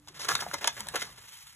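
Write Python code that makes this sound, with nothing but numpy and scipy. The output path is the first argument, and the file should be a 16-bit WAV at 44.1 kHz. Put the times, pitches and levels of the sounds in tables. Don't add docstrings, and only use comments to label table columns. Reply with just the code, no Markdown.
import sys
import numpy as np
from scipy import signal
from scipy.fft import rfft, irfft
from scipy.io import wavfile
from scipy.ndimage import uniform_filter1d, minimum_filter1d

SR = 44100
rng = np.random.default_rng(int(sys.argv[2]) if len(sys.argv) > 2 else 0)


def gain_from_db(level_db):
    decades = np.asarray(level_db, float) / 20
    return 10 ** decades


def int16_out(signal):
    q = np.round(np.clip(np.atleast_2d(signal).T, -1, 1) * 32767)
    wavfile.write(sys.argv[1], SR, q.astype(np.int16))


N = 68355


def evened(x):
    return x / np.sqrt(np.mean(x ** 2) + 1e-20)


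def to_db(power):
    return 10 * np.log10(power + 1e-20)


def read(points, hz):
    f, value = np.transpose(points)
    return np.interp(np.log(hz + 1), np.log(f + 1), value)


def add(mix, s, sound):
    part = mix[round(s * SR):][:len(sound)]
    part += sound[:len(part)]


def colour(x, points):
    log_gain = np.log(gain_from_db(read(points, abs(np.fft.fftfreq(4096, 1 / SR)))))
    taps = np.fft.ifft(np.exp(np.conj(signal.hilbert(log_gain)))).real[:2048]
    return signal.oaconvolve(x, taps / np.linalg.norm(taps))[:len(x)]


def resonate(x, hz, width):
    r = np.exp(-np.pi * width / SR)
    ringing = signal.lfilter([1, 0, -1], [1, -2 * r * np.cos(2 * np.pi * hz / SR), r * r], x)
    return np.sqrt(2 * (1 - r * r)) * ringing / 2


def grains(count, per_s, spread_db):
    draw = rng.random((count, 3))
    size_db = spread_db * np.minimum(-np.log(draw[:, 0] + 1e-9), 4)
    size = gain_from_db(size_db) * np.sign(draw[:, 1] - .5)
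    return evened(size * (draw[:, 2] < per_s / SR))


# f/Hz, level/dB
BODY = [(150, -2.5), (300, -12), (500, -11), (1200, -9), (2000, -12), (3500, -27), (6000, -26.5)]


def flexed(x, hz):
    return 0.76 * colour(x, BODY) + 0.46 * resonate(x, hz, .45 * hz)


# f/Hz, level/dB
CRACK = [(300, -39.5), (1000, -0.5), (2500, 1), (5000, 5), (8000, -3), (11000, -4), (14000, -18.5),
         (16000, -26)]
# t/s, level/dB, sheet f/Hz, crack over body/dB, crack f/Hz
SNAPS = [(0.0739, -40.5, 950, -0.5, 6800), (0.2472, -39, 1450, 10, 5950), (0.2881, -28, 1530, 5.5, 6000),
         (0.29, -12, 1487, -10.5, 6400), (0.2962, -37, 1700, 1, 7100), (0.3161, -15, 1320, -17, 4900),
         (0.3515, -19, 1170, -0.5, 3870), (0.3538, -21, 1390, 4.5, 3780), (0.3903, -23, 1680, -25, 3000),
         (.463, -22.5, 723, -26, 2960), (0.512, -24, 1470, -17, 2600), (0.541, -24, 910, 1, 5450),
         (0.6433, -19, 1194, 0.5, 2640), (0.674, -15.5, 1165, 3.5, 6370), (0.677, -15.5, 924, 1, 3400),
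         (0.8053, -33, 920, 11, 7020), (0.8693, -40, 1120, 10, 7000), (0.886, -34, 1680, 11, 7040),
         (.9405, -29, 840, -12, 2070), (0.9444, -20.5, 497, -16, 3150), (.9475, -25, 780, -11, 3000),
         (0.9572, -29.5, 1820, 9.5, 10200), (0.9626, -16.5, 1365, -11, 2900),
         (0.9758, -38, 1970, 8.5, 3000), (1.0186, -22.5, 1980, -2, 6600)]
CRACK_T60_S, CRACK_RISE_S, CRACK_WIDTH = .009, .0004, 0.23
BODY_T60_S, BODY_RISE_S, BODY_LAG_S = 0.067, 0.000995, 0.00074
KICK_DB, KICK_WIDTH, RATTLE_DB = 6, .14, -4


def snaps():
    out, t = np.zeros(N), np.arange(4000) / SR
    late = np.maximum(t - BODY_LAG_S, 0)
    for s, db, hz, crack_db, crack_hz in SNAPS:
        a, b = rng.standard_normal((len(t), 2)).T
        burst = np.tanh(2 * a) * (1 - np.exp(-t / CRACK_RISE_S)) * gain_from_db(-60 * t / CRACK_T60_S)
        crack = colour(burst, CRACK) + 0.8 * resonate(burst, crack_hz, CRACK_WIDTH * crack_hz)
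        crack = crack * gain_from_db(crack_db + 18.5)
        rattle = flexed(b * (1 - np.exp(-late / BODY_RISE_S)) * gain_from_db(-60 * late / BODY_T60_S), hz)
        push = np.exp(-2 * (hz * (late - BODY_RISE_S) * np.pi) ** 2) * hz / 1000
        kick = resonate(push, hz, KICK_WIDTH * hz)
        add(out, s, gain_from_db(db - 17.0) * (crack + gain_from_db(RATTLE_DB) * rattle + gain_from_db(KICK_DB) * kick))
    return out


# t/s, level/dB, sheet f/Hz, length/s, hiss over body/dB
SLIPS = [(.079, -48.5, 1000, 0.0077, 7.5), (0.282, -26, 1430, 0.0081, 2), (0.398, -33, 1290, 0.012, 3),
         (.418, -32.5, 1080, 0.0079, -22), (0.53, -30.5, 1230, 0.013, -2.5), (.582, -41, 1940, 0.0025, 1.5),
         (.935, -32.5, 710, 0.013, -20), (0.954, -27.5, 1720, 0.0045, 1.5), (1.004, -44.5, 2100, 0.0085, 9),
         (.664, -34, 1180, 0.011, -24), (.792, -45.5, 1010, 0.0089, -5), (.845, -50, 547, 0.025, -7),
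         (.2445, -35.5, 1240, 0.0083, -1), (.266, -41, 1290, 0.0084, -33), (1.315, -59, 1120, 0.016, 3.5),
         (1.38, -66, 2050, 0.011, 5), (.214, -43, 2100, 0.0028, 5), (1.172, -48, 1700, 0.014, -1),
         (1.232, -51.5, 1360, 0.013, -17)]
# t/s, level/dB, sheet f/Hz, length/s, hiss over body/dB
DRAGS = [(.142, -52, 1700, 0.039, 1.5), (.192, -44.5, 1020, 0.049, 6), (.294, -29, 1190, 0.023, -4.5),
         (.322, -39, 1410, 0.0055, 1), (.428, -41, 1040, 0.0065, -5), (.608, -37.5, 2080, 0.03, -13),
         (.646, -28, 544, 0.00089, -13), (.654, -40.5, 880, 0.0069, 3), (1.0205, -31.5, 1500, 0.0043, -1),
         (.765, -41, 1630, 0.02, -9.5), (.968, -37.5, 1840, 0.01, -10), (.985, -45, 1500, 0.013, -1),
         (.997, -45, 2020, 0.0061, 4.5), (.808, -45, 910, 0.0049, -7), (.829, -54.5, 1202, 0.015, -2),
         (1.035, -54.5, 1380, 0.038, 4.5), (1.065, -54.5, 940, 0.032, -0.5), (1.27, -65, 2620, 0.05, 2.5)]
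SWELL_RISE, DRAG_RISE = .8, .08
SLIP_T60_S, SLIP_GRAINS_PER_S = 0.0414, 2500


def slips(rows, rise):
    out, t = np.zeros(N), np.arange(9000) / SR
    for s, db, hz, length, hiss_db in rows:
        drive = 0.59 * grains(len(t), SLIP_GRAINS_PER_S, 2.8) + 0.57 * rng.standard_normal(len(t))
        fade = gain_from_db(-60 * np.maximum(t - length, 0) / SLIP_T60_S)
        rub = drive * np.minimum(t / (rise * length), 1) * fade
        add(out, s, gain_from_db(db) * (flexed(rub, hz) + gain_from_db(hiss_db) * colour(rub, CRACK)))
    return out


# t/s, rustle level/dB
EFFORT = [(0.0, -78), (0.144, -64), (0.262, -55), (0.341, -41), (0.41, -51), (0.69, -57.5), (0.8, -48.5),
          (.852, -59.5), (.9, -53), (1.078, -52), (1.15, -61.5), (1.22, -56), (1.33, -52.5), (1.44, -55),
          (1.55, -61.5)]
# f/Hz, level/dB
FIZZ = [(200, -36), (650, -26), (850, -6.5), (1200, -4), (3000, 1), (6000, -1), (9000, 0), (13000, -5),
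        (16000, -14.5)]
GRAINS_PER_S, FLEX_SLOPE, FLEX_DB = 4400, 3.4, -15


def rustle():
    effort_db = np.interp(np.arange(N) / SR, *np.transpose(EFFORT))
    clumps = gain_from_db(2.54 * evened(uniform_filter1d(rng.standard_normal(N), size=500)))
    fizz = colour(grains(N, GRAINS_PER_S, 2.4) + 0.82 * rng.standard_normal(N), FIZZ)
    flex = colour(grains(N, 800, 3.2), BODY) * gain_from_db(FLEX_DB + (FLEX_SLOPE - 2) * (effort_db + 20))
    return gain_from_db(effort_db) * clumps * (fizz + flex)


# f/Hz, width/Hz, level/dB
SHEET = [(478, 260, -2), (905, 80, 3.5), (1176, 15, -7), (1356, 23, -16), (1680, 39, 3), (2080, 66, 4.5),
         (2830, 28, -35), (3130, 44, 0.5), (3410, 37, -4), (3900, 220, -17)]
SHEET_DB = -11.5


def sheet(x):
    tones = sum(gain_from_db(db) * resonate(x, hz, width) * np.sqrt(width / 3000) for hz, width, db in SHEET)
    return x + gain_from_db(SHEET_DB) * tones


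# t/s, level/dB, f/Hz, length/s
THUDS = [
    (0.1, -56, 370, 0.014),
    (0.324, -48.5, 99.7, 0.033),
    (0.469, -48.5, 190, 0.021),
    (.56, -69, 160, 0.073),
    (0.797, -51, 208, 0.041),
    (1.08, -67, 184, 0.05),
]


def thuds():
    out = np.zeros(N)
    for s, db, hz, length in THUDS:
        t = np.arange(0, 2 * length, 1 / SR)
        swell = np.sin(np.pi * np.sqrt(t / (2 * length))) ** 2
        add(out, s, gain_from_db(db) * swell * np.sin(2 * np.pi * hz * t))
    return out


# f/Hz, t60/s
ROOM = [(300, 0.17), (1000, 0.12), (4000, 0.16), (12000, 0.029)]


def room(x):
    taps = np.zeros((2, 16000))
    at = np.arange(120, 15960, 20) + rng.integers(0, 20, (2, 792))
    np.put_along_axis(taps, at, rng.choice([-1., 1.], at.shape), 1)
    hz, t, z = signal.stft(taps, SR, nperseg=128)
    tail = signal.istft(z * gain_from_db(-60 * t / read(ROOM, hz)[:, None]), SR, nperseg=128)[1]
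    return signal.fftconvolve(x[None], tail / np.linalg.norm(tail[0]), axes=1)[:, :N]


# f/Hz, level/dB
HUM = [(15, -57), (30, -24), (50, -5.5), (91, -5), (150, -3.5), (180, -17), (320, -30), (500, -40)]
# f/Hz, level/dB, t60/s
RING = [
    (296, -62, 1),
    (500, -75, 0.32),
]
# t/s, rumble change/dB, low-mid floor change/dB
STIR = [
    (0, -2, -5.5),
    (.2, -4, 9),
    (0.341, 1.5, 21),
    (.7, 0, 7),
    (.9, 2, 14),
    (1.1, -1.5, 9.5),
    (1.2, 0, 2.5),
    (1.33, -10.5, -3.5),
    (1.55, -5, -7.5),
]
HUM_DB, FLOOR_DB = -61, -74.5


def hum():
    a, b = rng.standard_normal((N, 2)).T
    shape, t = gain_from_db(read(HUM, np.fft.rfftfreq(N, 1 / SR))), np.arange(N) / SR
    at, rumble_db, floor_db = np.transpose(STIR)
    rumble = evened(irfft(rfft(np.array([a + 0.097 * b, a - 0.15 * b])) * shape, N))
    rumble = rumble * gain_from_db(HUM_DB + np.interp(t, at, rumble_db))
    c, d = rng.standard_normal((N, 2)).T
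    low_cut = signal.butter(3, 190, "high", fs=SR, output="sos")
    floor = [signal.sosfilt(low_cut, colour(colour(v, BODY), BODY)) for v in (c + .25 * d, c - .25 * d)]
    floor = gain_from_db(FLOOR_DB + np.interp(t, at, floor_db)) * np.array(floor)
    ring = sum(gain_from_db(db - 60 * t / t60) * np.sin(2 * np.pi * hz * t) for hz, db, t60 in RING)
    return rumble + floor + ring


# f/Hz, phase/rad
LEAD = [(0, 0), (900, -.4), (1500, -.1), (2300, 1.4), (3500, 1.4), (4700, 3.14), (8970, 9.42),
        (15300, 18.85)]


def ports(x):
    lead = np.interp(np.fft.rfftfreq(N, 1 / SR), *np.transpose(LEAD))
    return np.array([x, irfft(rfft(x) * np.exp(-1j * lead), N)])


TOP_FROM_HZ, TOP_DROP_PERCENT, TOP_FOLLOW = 13400, 68, .6
PAIR_DROP_DB, JUMP_DB = -10, 10


def thinned(x):
    pair = np.array([x[0] + x[1], x[0] - x[1]]) / 2
    hz, t, z = signal.stft(pair, SR, nperseg=1024, noverlap=768)
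    band_hz = hz[4:508, None]
    bands = abs(z[:, 4:508].reshape(2, 63, 8, -1)) ** 2
    band_db = np.repeat(to_db(uniform_filter1d(bands.sum(2), 4)), 8, axis=1)
    weak = (band_db < band_db[::-1] + PAIR_DROP_DB) & (band_hz > 3000)
    spare_db = band_db - TOP_FOLLOW * band_db[:, 60:280].mean((0, 1))
    limit_db = np.percentile(spare_db[:, 308:388], TOP_DROP_PERCENT)
    faint = (spare_db < limit_db) & (band_hz > TOP_FROM_HZ)
    fast_db = to_db(uniform_filter1d(np.diff(x[0], prepend=0) ** 2, size=128))
    recent_db = to_db(uniform_filter1d(np.roll(gain_from_db(2 * fast_db), 400), size=600))
    jump = fast_db - recent_db > JUMP_DB
    calm = np.interp(t * SR, np.arange(N), uniform_filter1d(1. * jump, size=700)) < 1e-6
    keep = np.ones(z.shape)
    keep[:, 4:508] = ~((weak | faint) & calm)
    mid, side = signal.istft(z * keep, SR, nperseg=1024, noverlap=768)[1][:, :N]
    return np.array([mid + side, mid - side])


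SHORT_FROM_HZ, SHORT_DROP_PERCENT, SHORT_REACH = 11000, 36, 1200


def gapped(x):
    hz, t, z = signal.stft(x, SR, nperseg=256)
    power = abs(z[:, :128].reshape(2, 16, 8, -1)) ** 2
    band_db = to_db(uniform_filter1d(power.sum((0, 2)), size=3))
    spare_db = np.repeat(band_db + minimum_filter1d(-band_db[1:9].mean(0), size=15), 8, axis=0)
    fast = uniform_filter1d(np.diff(x[0], prepend=0) ** 2, size=128) + 1e-20
    recent = abs(uniform_filter1d(np.roll(fast, 400), size=600))
    jump = 10 * np.log10(fast / recent) > JUMP_DB
    near = np.interp(t * SR, np.arange(N), uniform_filter1d(1. * jump, size=SHORT_REACH)) > 1e-6
    open_to = near & (hz[:128, None] > SHORT_FROM_HZ)
    limit_db = np.percentile(spare_db[open_to & (hz[:128, None] < 16000)], SHORT_DROP_PERCENT)
    keep = np.ones(z.shape[1:])
    keep[:128] = ~(open_to & (spare_db < limit_db))
    return signal.istft(z * keep, SR, nperseg=256)[1][:, :N]


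SHEET_LOW_HZ = 289
WET_DB, WIDE_DB = -12.5, -17


def scene():
    paper = sheet(snaps() + slips(SLIPS, SWELL_RISE) + slips(DRAGS, DRAG_RISE) + rustle())
    paper = signal.sosfilt(signal.butter(3, SHEET_LOW_HZ, "high", fs=SR, output="sos"), paper)
    near, wide = room(paper)
    direct = ports(paper + gain_from_db(WET_DB) * near + thuds())
    return direct + gain_from_db(WIDE_DB) * wide * np.array([[1], [-1]]) + hum()


def roll_off(x):
    return signal.sosfilt(signal.butter(12, 16960, fs=SR, output="sos"), x)


# f/Hz, level/dB
TOP_FALL = [(20, 0), (14000, 0), (15600, -3), (16000, -20), (16600, -24), (16950, -40), (22000, -70)]


def record(dry):
    heard = irfft(rfft(dry) * gain_from_db(read(TOP_FALL, np.fft.rfftfreq(N, 1 / SR))), N)
    return roll_off(gapped(thinned(heard)))


dry = scene()
out = record(dry)
int16_out(out)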